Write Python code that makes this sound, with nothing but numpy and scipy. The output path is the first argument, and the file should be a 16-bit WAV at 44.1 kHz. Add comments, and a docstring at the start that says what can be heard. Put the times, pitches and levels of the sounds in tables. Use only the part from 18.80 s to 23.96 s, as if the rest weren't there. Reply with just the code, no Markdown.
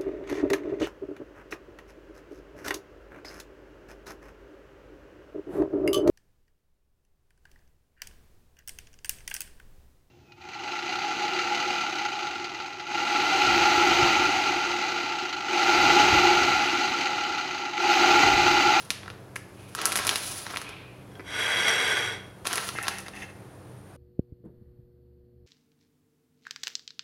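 """A crinkle and a sharp snap of plastic film: a noodle packet is picked up from a stone kitchen counter.
Its creases snap over a fine rustle and its panels buckle with hollow pops. A china plate is slid round,
its unglazed foot grating on the stone and ringing the plate's modes. Then the packet is laid down with
dull thuds and dragged in short shoves. A small hard room answers, over a low appliance hum."""
import sys
import numpy as np
from scipy import signal
from scipy.fft import rfft, irfft
from scipy.io import wavfile
from scipy.ndimage import uniform_filter1d

SR = 44100
rng = np.random.default_rng(int(sys.argv[2]) if len(sys.argv) > 2 else 0)


def store_wav(level_fs):
    """Save 16-bit WAV to argv[1]."""
    pcm = np.round(np.clip(np.atleast_2d(level_fs), -1, 1) * 32767)
    wavfile.write(sys.argv[1], SR, pcm.T.astype(np.int16))


N = 227732
TIME = np.arange(N) / SR


def undb(db):
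    """Decibels to gain."""
    return 10 ** (np.asarray(db) / 20)


def unit(x):
    """Scale to rms 1."""
    return x / np.sqrt(np.mean(x ** 2))


def response(points, size=2048):
    """Causal impulse response with the given (Hz, dB) spectrum."""
    hz, db = np.transpose(points)
    grid = np.maximum(np.arange(size // 2 + 1) * SR / size, 1)
    gain = undb(np.interp(np.log(grid), np.log(hz), db))
    cepstrum = irfft(np.log(gain))
    cepstrum[1:size // 2] *= 2
    cepstrum[size // 2 + 1:] = 0
    return irfft(np.exp(rfft(cepstrum)))


def colour(x, points, size=2048):
    """Filter with a (Hz, dB) spectrum."""
    return signal.fftconvolve(x, response(points, size))[:len(x)]


def resonate(x, hz, width_hz):
    """One resonance, gain 1 at its centre."""
    return signal.lfilter(*signal.iirpeak(hz, hz / width_hz, fs=SR), x)


def ring(slips, modes):
    """Every slip strikes another spot, so each mode takes its own share of it."""
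    out = np.zeros(N)
    for hz, width, db in modes:
        share = resonate(slips * rng.standard_normal(N), hz, hz / 2)
        out += undb(db) * resonate(share, hz, width)
    return unit(out)


def wander(rate_hz):
    """Smooth random drift, spread near 1."""
    span = max(int(SR / rate_hz), 2)
    steps = np.repeat(rng.standard_normal(N // span + 1), span)
    return np.sqrt(2) * uniform_filter1d(steps, span)[:N]


def ticks(per_s, spread_db):
    """Random tiny impulses; a positive spread makes a few stronger, a negative one a few weaker."""
    size_db = spread_db * np.minimum(rng.exponential(size=N), np.pi)
    return (rng.random(N) < per_s / SR) * undb(size_db) * rng.choice([-1, 1], N)


def stroke(start_s, attack_s, hold_s, release_s):
    """One movement of the hand: it builds up, holds and dies away."""
    since = TIME - start_s
    return np.clip(since / attack_s, 0, 1) * np.exp(-np.maximum(since - attack_s - hold_s, 0) / release_s)


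def strokes(rows, attack_s, release_s):
    """Gain curve of several alike movements, from (start s, hold s, dB) rows."""
    return sum(undb(db) * stroke(s, attack_s, hold_s, release_s) for s, hold_s, db in rows)


def arch(start_s, length_s):
    """Half a sine: from rest up to 1 and back to rest."""
    along = (TIME - start_s) / length_s
    return np.maximum(np.sin(np.pi * along), 0) * (along > 0) * (along < 1)


def add(track, s, sound):
    """Mix a sound in at a given time."""
    start = max(int(s * SR), 0)
    track[start:start + len(sound)] += sound[:N - start]


def hit(sound, db):
    """Scale a short sound so that its total energy sits at the given level."""
    return undb(db) * sound / np.linalg.norm(sound)


# Grips on the packet. Each row: start in seconds, hold in seconds, relative level in dB.
GRIPS = [(-0.03, 0.0088, -46), (0.96, 0.11, -35), (1.15, 0.16, -35.5), (1.47, 0.1, -50), (1.65, 0.093, -45),
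         (3.645, 0.005, -36.5), (3.705, 0.053, -37), (4.02, 0.065, -42.5), (4.34, 0.045, -49.5)]

def squeeze():
    """How hard the fingers crumple the film; drives the crinkle and the small snaps."""
    return strokes(GRIPS, attack_s=0.0095, release_s=0.07)


# Film sliding over film. Each row: start, attack and hold in seconds, relative level in dB.
SLIDES = [(-0.03, 0.0091, 0.03, -49), (0.65, 0.23, 0.1, -57), (1.172, 0.31, 0.092, -36.5),
          (1.69, 0.024, 0.06, -52), (3.639, 0.04, 0.19, -42.5), (3.87, 0.22, 0.096, -50),
          (4.337, 0.032, 0.036, -58.5)]
# EQ for the mid-heavy crinkle and the bright sliding hiss. Each row: frequency in Hz, gain in dB.
CRINKLE_EQ = [(100, -19.5), (300, 7), (600, 5), (1000, 7.5), (2500, 4.5), (4000, 1.5), (6500, -2.5),
              (9000, -19), (16000, -28)]
HISS_EQ = [(1500, -8), (4000, -1), (6500, -2.5), (8300, -6), (10000, 4.5), (11300, -4), (13000, -15),
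           (15500, -11)]

def rustle(crinkle_db=-2, hiss_db=-1, hollow_db=2):
    """Countless small creases give way in flurries and ring the packet's hollow; sliding film hisses."""
    creases = unit(ticks(per_s=900, spread_db=1.0) * undb(2 * wander(70)))
    grains = unit(ticks(per_s=6000, spread_db=0.0) * undb(3.15 * wander(90)))
    hollow = undb(hollow_db) * resonate(creases, hz=1330, width_hz=340)
    crinkle = unit(colour(creases, CRINKLE_EQ) + hollow) * squeeze()
    sliding = sum(undb(db) * stroke(s, attack, hold, release_s=0.064) for s, attack, hold, db in SLIDES)
    hiss = unit(colour(grains + .5 * creases, HISS_EQ)) * sliding
    return undb(crinkle_db) * crinkle + undb(hiss_db) * hiss


# EQ for the low room tone. Each row: frequency in Hz, gain in dB.
ROOM_TONE_EQ = [(25, -31), (48, -4.5), (100, 0), (160, 0.5), (240, -7), (360, -1.5), (600, -7.5),
                (1000, -12), (1600, -16.5), (3000, -26), (8200, -33.5), (9300, -30), (11600, -28.5),
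                (12800, -39)]
# Partials of an appliance's hum. Each row: frequency in Hz, level in dB.
HUM = [(97, -55), (124, -56.5), (194, -58.5), (291, -63), (533, -69.5)]
# Slow swell of a thin high hiss. Each row: time in seconds, level in dB.
WHINE_SWELL = [(0, -91), (4.3, -68), (4.7, -71), (5.16, -67.5)]

def kitchen(air_db=-49, whine_hz=9200, whine_width_hz=300):
    """The bed under it all: room tone, a wavering appliance hum and a thin high hiss that creeps in."""
    air = unit(colour(rng.standard_normal(N), ROOM_TONE_EQ, size=8192)) * undb(air_db + .5 * wander(20))
    hum = np.zeros(N)
    for hz, db in HUM:
        peak = np.sqrt(2) * undb(db + 2.73 * wander(9))
        pitch_hz = hz + 2.34 * wander(12)
        hum += peak * np.sin(2 * np.pi * np.cumsum(pitch_hz) / SR)
    band = resonate(rng.standard_normal(N), whine_hz, whine_width_hz)
    swell = undb(np.interp(TIME, *np.transpose(WHINE_SWELL)))
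    whine = unit(resonate(band, whine_hz, whine_width_hz)) * swell
    return air + hum + whine


def small_snaps(per_s=60, above_squeeze_db=23, spread_db=2.5, treble_db=-3, treble_spread_db=7):
    """Lesser creases snap at random, as strong as the squeeze of the moment; returns rows like SNAPS."""
    chance = rng.standard_normal(size=(400, 4))
    times = np.cumsum((chance[:, 0] ** 2 + chance[:, 1] ** 2) / 2) / per_s
    squeeze_db = 20 * np.log10(np.interp(times, TIME, squeeze()) + 1e-9)
    levels = squeeze_db + above_squeeze_db + spread_db * chance[:, 2]
    trebles = treble_db + treble_spread_db * chance[:, 3]
    return list(np.column_stack([times, levels, trebles])[times < TIME[-1]])


# The featured crease snaps. Each row: start in seconds, relative level in dB, treble lift in dB.
SNAPS = [(0.1045, 8, -5), (0.2328, -16, -20), (0.26, -15, -27), (0.279, -15.5, -13), (0.3017, -9.5, -15),
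         (0.5581, -21.5, 12), (0.562, -11.5, 3.5), (0.9502, -7, 7), (0.9892, -6, -15), (1.0161, -3, 1),
         (1.0556, 4.5, 10), (1.1208, 0.5, 1), (1.126, -4.5, 5), (1.1567, 6, -1), (1.162, -4.5, 11.5),
         (1.1738, 0.5, 4), (1.25, -5.5, 3), (1.2693, 0.5, 8.5), (1.2774, 4, -10), (1.2923, 11.5, -6),
         (1.3122, -1, -5), (1.358, 6.5, -3), (1.6663, -6, -8), (1.7425, -7, -19), (1.7713, 0.5, -5.5),
         (1.8163, -11, 2), (1.8921, -13.5, -2), (3.6542, -6, -5), (3.6666, -2, -5), (3.671, 4, 0),
         (3.73, -0.5, 4), (3.7344, -0.5, -10), (3.757, -4.5, 6.5), (3.78, 3, -17), (3.8896, -0.5, -5.5),
         (3.9866, -5, -16), (4.0695, -5, -11), (4.0821, 6, -4), (4.185, -13, 6.5), (4.264, -14.5, -8),
         (4.2832, -10.5, -5)]
# The film's tone, laid over every snap. Each row: frequency in Hz, gain in dB.
FILM_EQ = [(80, -50), (250, -1), (600, -3.5), (1200, 2), (3000, -1.5), (6000, -2), (8300, -7), (10200, 2.5),
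           (11500, -6), (13000, -12.5), (16000, -22)]

def snaps(shiver_s=0.0019, shiver_db=-2.5, slack_body_db=4):
    """Each crease flips with a sharp spike, then the film shivers; returns direct and all-round sound."""
    direct, around, t = np.zeros(N), np.zeros(N), np.arange(SR // 40) / SR
    # the film damps treble at once, so mostly the middle range shivers on
    damping = signal.butter(1, 3500, fs=SR, output="sos")
    for s, db, treble_db in SNAPS + small_snaps():
        # slack creases give way softly and sound hollow, taut ones crack loud and thin
        body_db = min(-0.5 - 0.9 * db, slack_body_db)
        tone = [(500, body_db - 3.0), (1300, body_db), (2300, 0), (3800, 0), (8000, treble_db)]
        spike = undb(db) * response(tone)
        shiver = signal.sosfilt(damping, rng.standard_normal(len(t))) * np.exp(-t / shiver_s)
        click = hit(shiver, shiver_db)
        click[0] = 1  # the flip itself
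        add(direct, s, signal.fftconvolve(hit(click, 0), spike))
        # summed over all directions the shiver's colour evens out
        add(around, s, spike)
    return colour(direct, FILM_EQ), colour(around, FILM_EQ)


# Hollow pops. Each row: start in seconds, level in dB, pitch in Hz, bandwidth in Hz.
POPS = [(0.281, -12, 1520, 350), (0.559, -12.5, 1780, 220), (0.5621, -8.5, 1870, 198),
        (0.5625, -7, 2130, 218), (0.9507, -10, 1200, 400), (1.059, -3.5, 1370, 198), (1.19, -4, 1970, 600),
        (1.738, -12, 1350, 500), (1.761, -6, 2330, 493), (3.987, -5.5, 1320, 250), (4.083, -2.5, 1360, 398)]

def pops():
    """A panel of the packet buckles and rings for a few cycles."""
    out, t = np.zeros(N), np.arange(SR // 30) / SR
    for s, db, hz, width in POPS:
        pop = np.sin(2 * np.pi * hz * t) * np.exp(-np.pi * width * t)
        add(out, s, hit(pop, db))
    return out


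# The hand brushing on and off. Each row: start in seconds, hold in seconds, relative level in dB.
BRUSHES = [(0.73, 0.45, -58), (1.78, 0.03, -43.5)]

def brush(brush_db=-1):
    """Skin slides over the film with a soft swish."""
    tone = [(1000, -9.5), (2000, -8.5), (2450, 2), (2750, -6), (3100, -6.5), (4200, -14.5), (8000, -46)]
    swish = colour(ticks(per_s=6000, spread_db=-1.5), tone)
    return undb(brush_db) * unit(swish) * strokes(BRUSHES, attack_s=0.074, release_s=0.14)


# The china's ring, for chinks and grating alike. Each row: pitch in Hz, bandwidth in Hz, gain in dB.
PLATE_MODES = [(643, 310, -16), (742, 51, -7.5), (915, 130, -7.5), (1210, 140, -3.5), (1470, 52, 5),
               (1575, 30, 2.5), (1648, 99, 4), (1700, 30, -1), (1850, 140, -1.5), (2006, 45, 4.5),
               (2138, 83, 3.5), (2226, 120, 1.5), (2460, 70, -6), (2670, 480, -7.5), (3240, 43, 1),
               (3303, 81, 6), (3850, 91, -2.5), (4740, 97, -6), (5600, 23, -1.5), (5650, 84, -5.5),
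               (6040, 68, -8), (6420, 80, -13), (7370, 67, -11), (8400, 87, -6.5), (10330, 67, -24),
               (10050, 180, -13.5), (10230, 76, -11), (11260, 81, -15), (13300, 60, -23), (14330, 80, -21)]
# Bright chinks. Each row: start in seconds, relative level in dB.
CHINKS = [(2.316, -29), (2.354, -22), (2.528, -13), (2.882, 0), (2.884, 1), (2.938, -4), (3.17, -1)]

def chinks():
    """The foot catches on a grain, or a fingernail meets the rim, and the plate's modes ring out."""
    out, t = np.zeros(N), np.arange(SR // 20) / SR
    for s, db in CHINKS:
        chink = sum(undb(mode_db) * rng.normal() * np.sin(2 * np.pi * hz * t) * np.exp(-np.pi * width * t)
                    for hz, width, mode_db in PLATE_MODES)
        add(out, s, hit(chink, db))
    return out


# Fingers landing on the plate. Each row: start in seconds, relative level in dB.
TOUCHES = [(2.396, -13.5), (2.399, -15.5), (2.403, -19), (2.407, -14.5)]

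def touches():
    """Soft fingertips knock dully on the rim."""
    out = np.zeros(N)
    tone = [(150, -9), (400, 15), (700, 0), (1500, 4), (2400, 3), (3200, -22), (5000, -13), (9000, -56)]
    knock = response(tone)
    for s, db in TOUCHES:
        add(out, s, hit(knock, db))
    return out


# EQ for the dry grit under the ring. Each row: frequency in Hz, gain in dB.
GRIT_EQ = [(100, -15), (300, -1.5), (600, 5), (2300, -2.5), (3000, -3), (4400, -19), (8000, -16),
           (11300, -14), (12300, -37), (16000, -28)]
# Low judder of the loaded plate. Each row: pitch in Hz, bandwidth in Hz, gain in dB.
JUDDER_MODES = [(397, 26, 2), (448.3, 11, 6), (482, 6.3, 6.5)]

def plate_slide(push_db=-22.5, grit_db=-9, patch_db=3.5, shudder_db=-41.5, braking_db=-40):
    """In one push of the plate, its unglazed foot catches on the stone's grain in quick uneven slips."""
    slips = ticks(per_s=3000, spread_db=3.0) * undb(0.53 * wander(130))
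    grating = ring(slips, PLATE_MODES) + undb(grit_db) * unit(colour(slips, GRIT_EQ))
    speed = arch(start_s=2.4216, length_s=0.99) ** 1.85  # the power eases the start and the stop
    friction = speed / (speed + 0.32)  # grows little above a third of the top speed
    rough_patch = arch(start_s=2.845, length_s=0.086)
    grating_gain = undb(push_db + patch_db * rough_patch) * friction
    # the foot judders lightly all the way, and hardest as the plate slows down
    braking = arch(start_s=2.89, length_s=0.46)
    judder_gain = undb(shudder_db) * friction + undb(braking_db) * braking
    return grating_gain * grating + judder_gain * ring(slips, JUDDER_MODES)


# The packet touching down. Each row: start in seconds, level in dB.
THUDS = [(3.67, -18), (3.735, -18), (3.778, -13), (3.953, -13)]
# EQ for the dull thud. Each row: frequency in Hz, gain in dB.
THUD_EQ = [(60, -14), (170, 1), (600, -3), (1200, -3), (3000, -35), (8000, -55)]

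def thuds():
    """The dry block of noodles bumps down on the counter."""
    out, thud = np.zeros(N), response(THUD_EQ)
    for s, db in THUDS:
        add(out, s, hit(thud, db))
    return out


# Short shoves of the packet. Each row: start in seconds, hold in seconds, relative level in dB.
SHOVES = [(3.948, 0.09, -37.5), (4.1, 0.083, -39), (4.254, 0.01, -45), (4.33, 0.085, -44.5),
          (4.414, 0.022, -40.5), (4.482, 0.0084, -44)]
# The packet's hollow body. Each row: pitch in Hz, bandwidth in Hz, gain in dB.
PACKET_MODES = [(807, 64, -5.5), (1230, 110, -19), (1820, 130, 2), (2096, 68, 2.5), (2650, 85, 4),
                (2900, 110, -14), (6360, 510, -7.5), (10200, 1200, -7)]

def rub(rub_db=-1):
    """The packet sticks and slips as it is dragged over the counter, ringing its hollow resonances."""
    slips = ticks(per_s=1800, spread_db=-2.0) * undb(1.8 * wander(90))
    tone = [(200, 11), (700, 9.5), (2900, 0.5), (3500, 7.5), (7000, -10), (14000, -14)]
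    body = colour(ring(slips, PACKET_MODES), tone)
    return undb(rub_db) * unit(body) * strokes(SHOVES, attack_s=0.011, release_s=0.0062)


def room(x, tail_db, early_db, low_t60_s=0.57, treble_t60_s=0.24):
    """Echoes only: nearby surfaces reflect first; hard walls leave a tail whose treble dies sooner."""
    t = np.arange(int(SR * low_t60_s)) / SR
    noise = rng.standard_normal(len(t))
    low = signal.sosfilt(signal.butter(1, 5000, fs=SR, output="sos"), noise)
    treble = noise - low
    tail = (low * undb(-60 * t / low_t60_s) + treble * undb(-60 * t / treble_t60_s)) * (t > .005)
    early = rng.standard_normal(len(t)) ** 3 * np.exp(-t / 0.008) * (t > .001)
    return signal.fftconvolve(x, hit(tail, tail_db) + hit(early, early_db))[:N]


def scene(china_db=-2.0):
    """The mono mix: packet and plate, each with its own reverb, over the kitchen bed."""
    snaps_direct, snaps_around = snaps()
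    film = rustle() + brush()
    hollow = rub() + pops() + thuds()
    # the small panels beam upward and stir the room less
    send = snaps_around + film + undb(-5) * hollow
    packet = snaps_direct + film + hollow + room(send, tail_db=-6.5, early_db=-5.5)
    china = plate_slide() + touches() + chinks()
    china = china + room(china, tail_db=-7.5, early_db=-30)
    return (packet + undb(china_db) * china + kitchen())[None]


def record(dry, low_cut_hz=38, high_cut_hz=15750):
    """Master EQ: roll off the deep bass and cut the very top steeply."""
    thin = signal.sosfilt(signal.butter(4, low_cut_hz, "high", fs=SR, output="sos"), dry)
    return signal.sosfilt(signal.ellip(8, .2, 70, high_cut_hz, fs=SR, output="sos"), thin)


dry = scene()
out = record(dry)
store_wav(out)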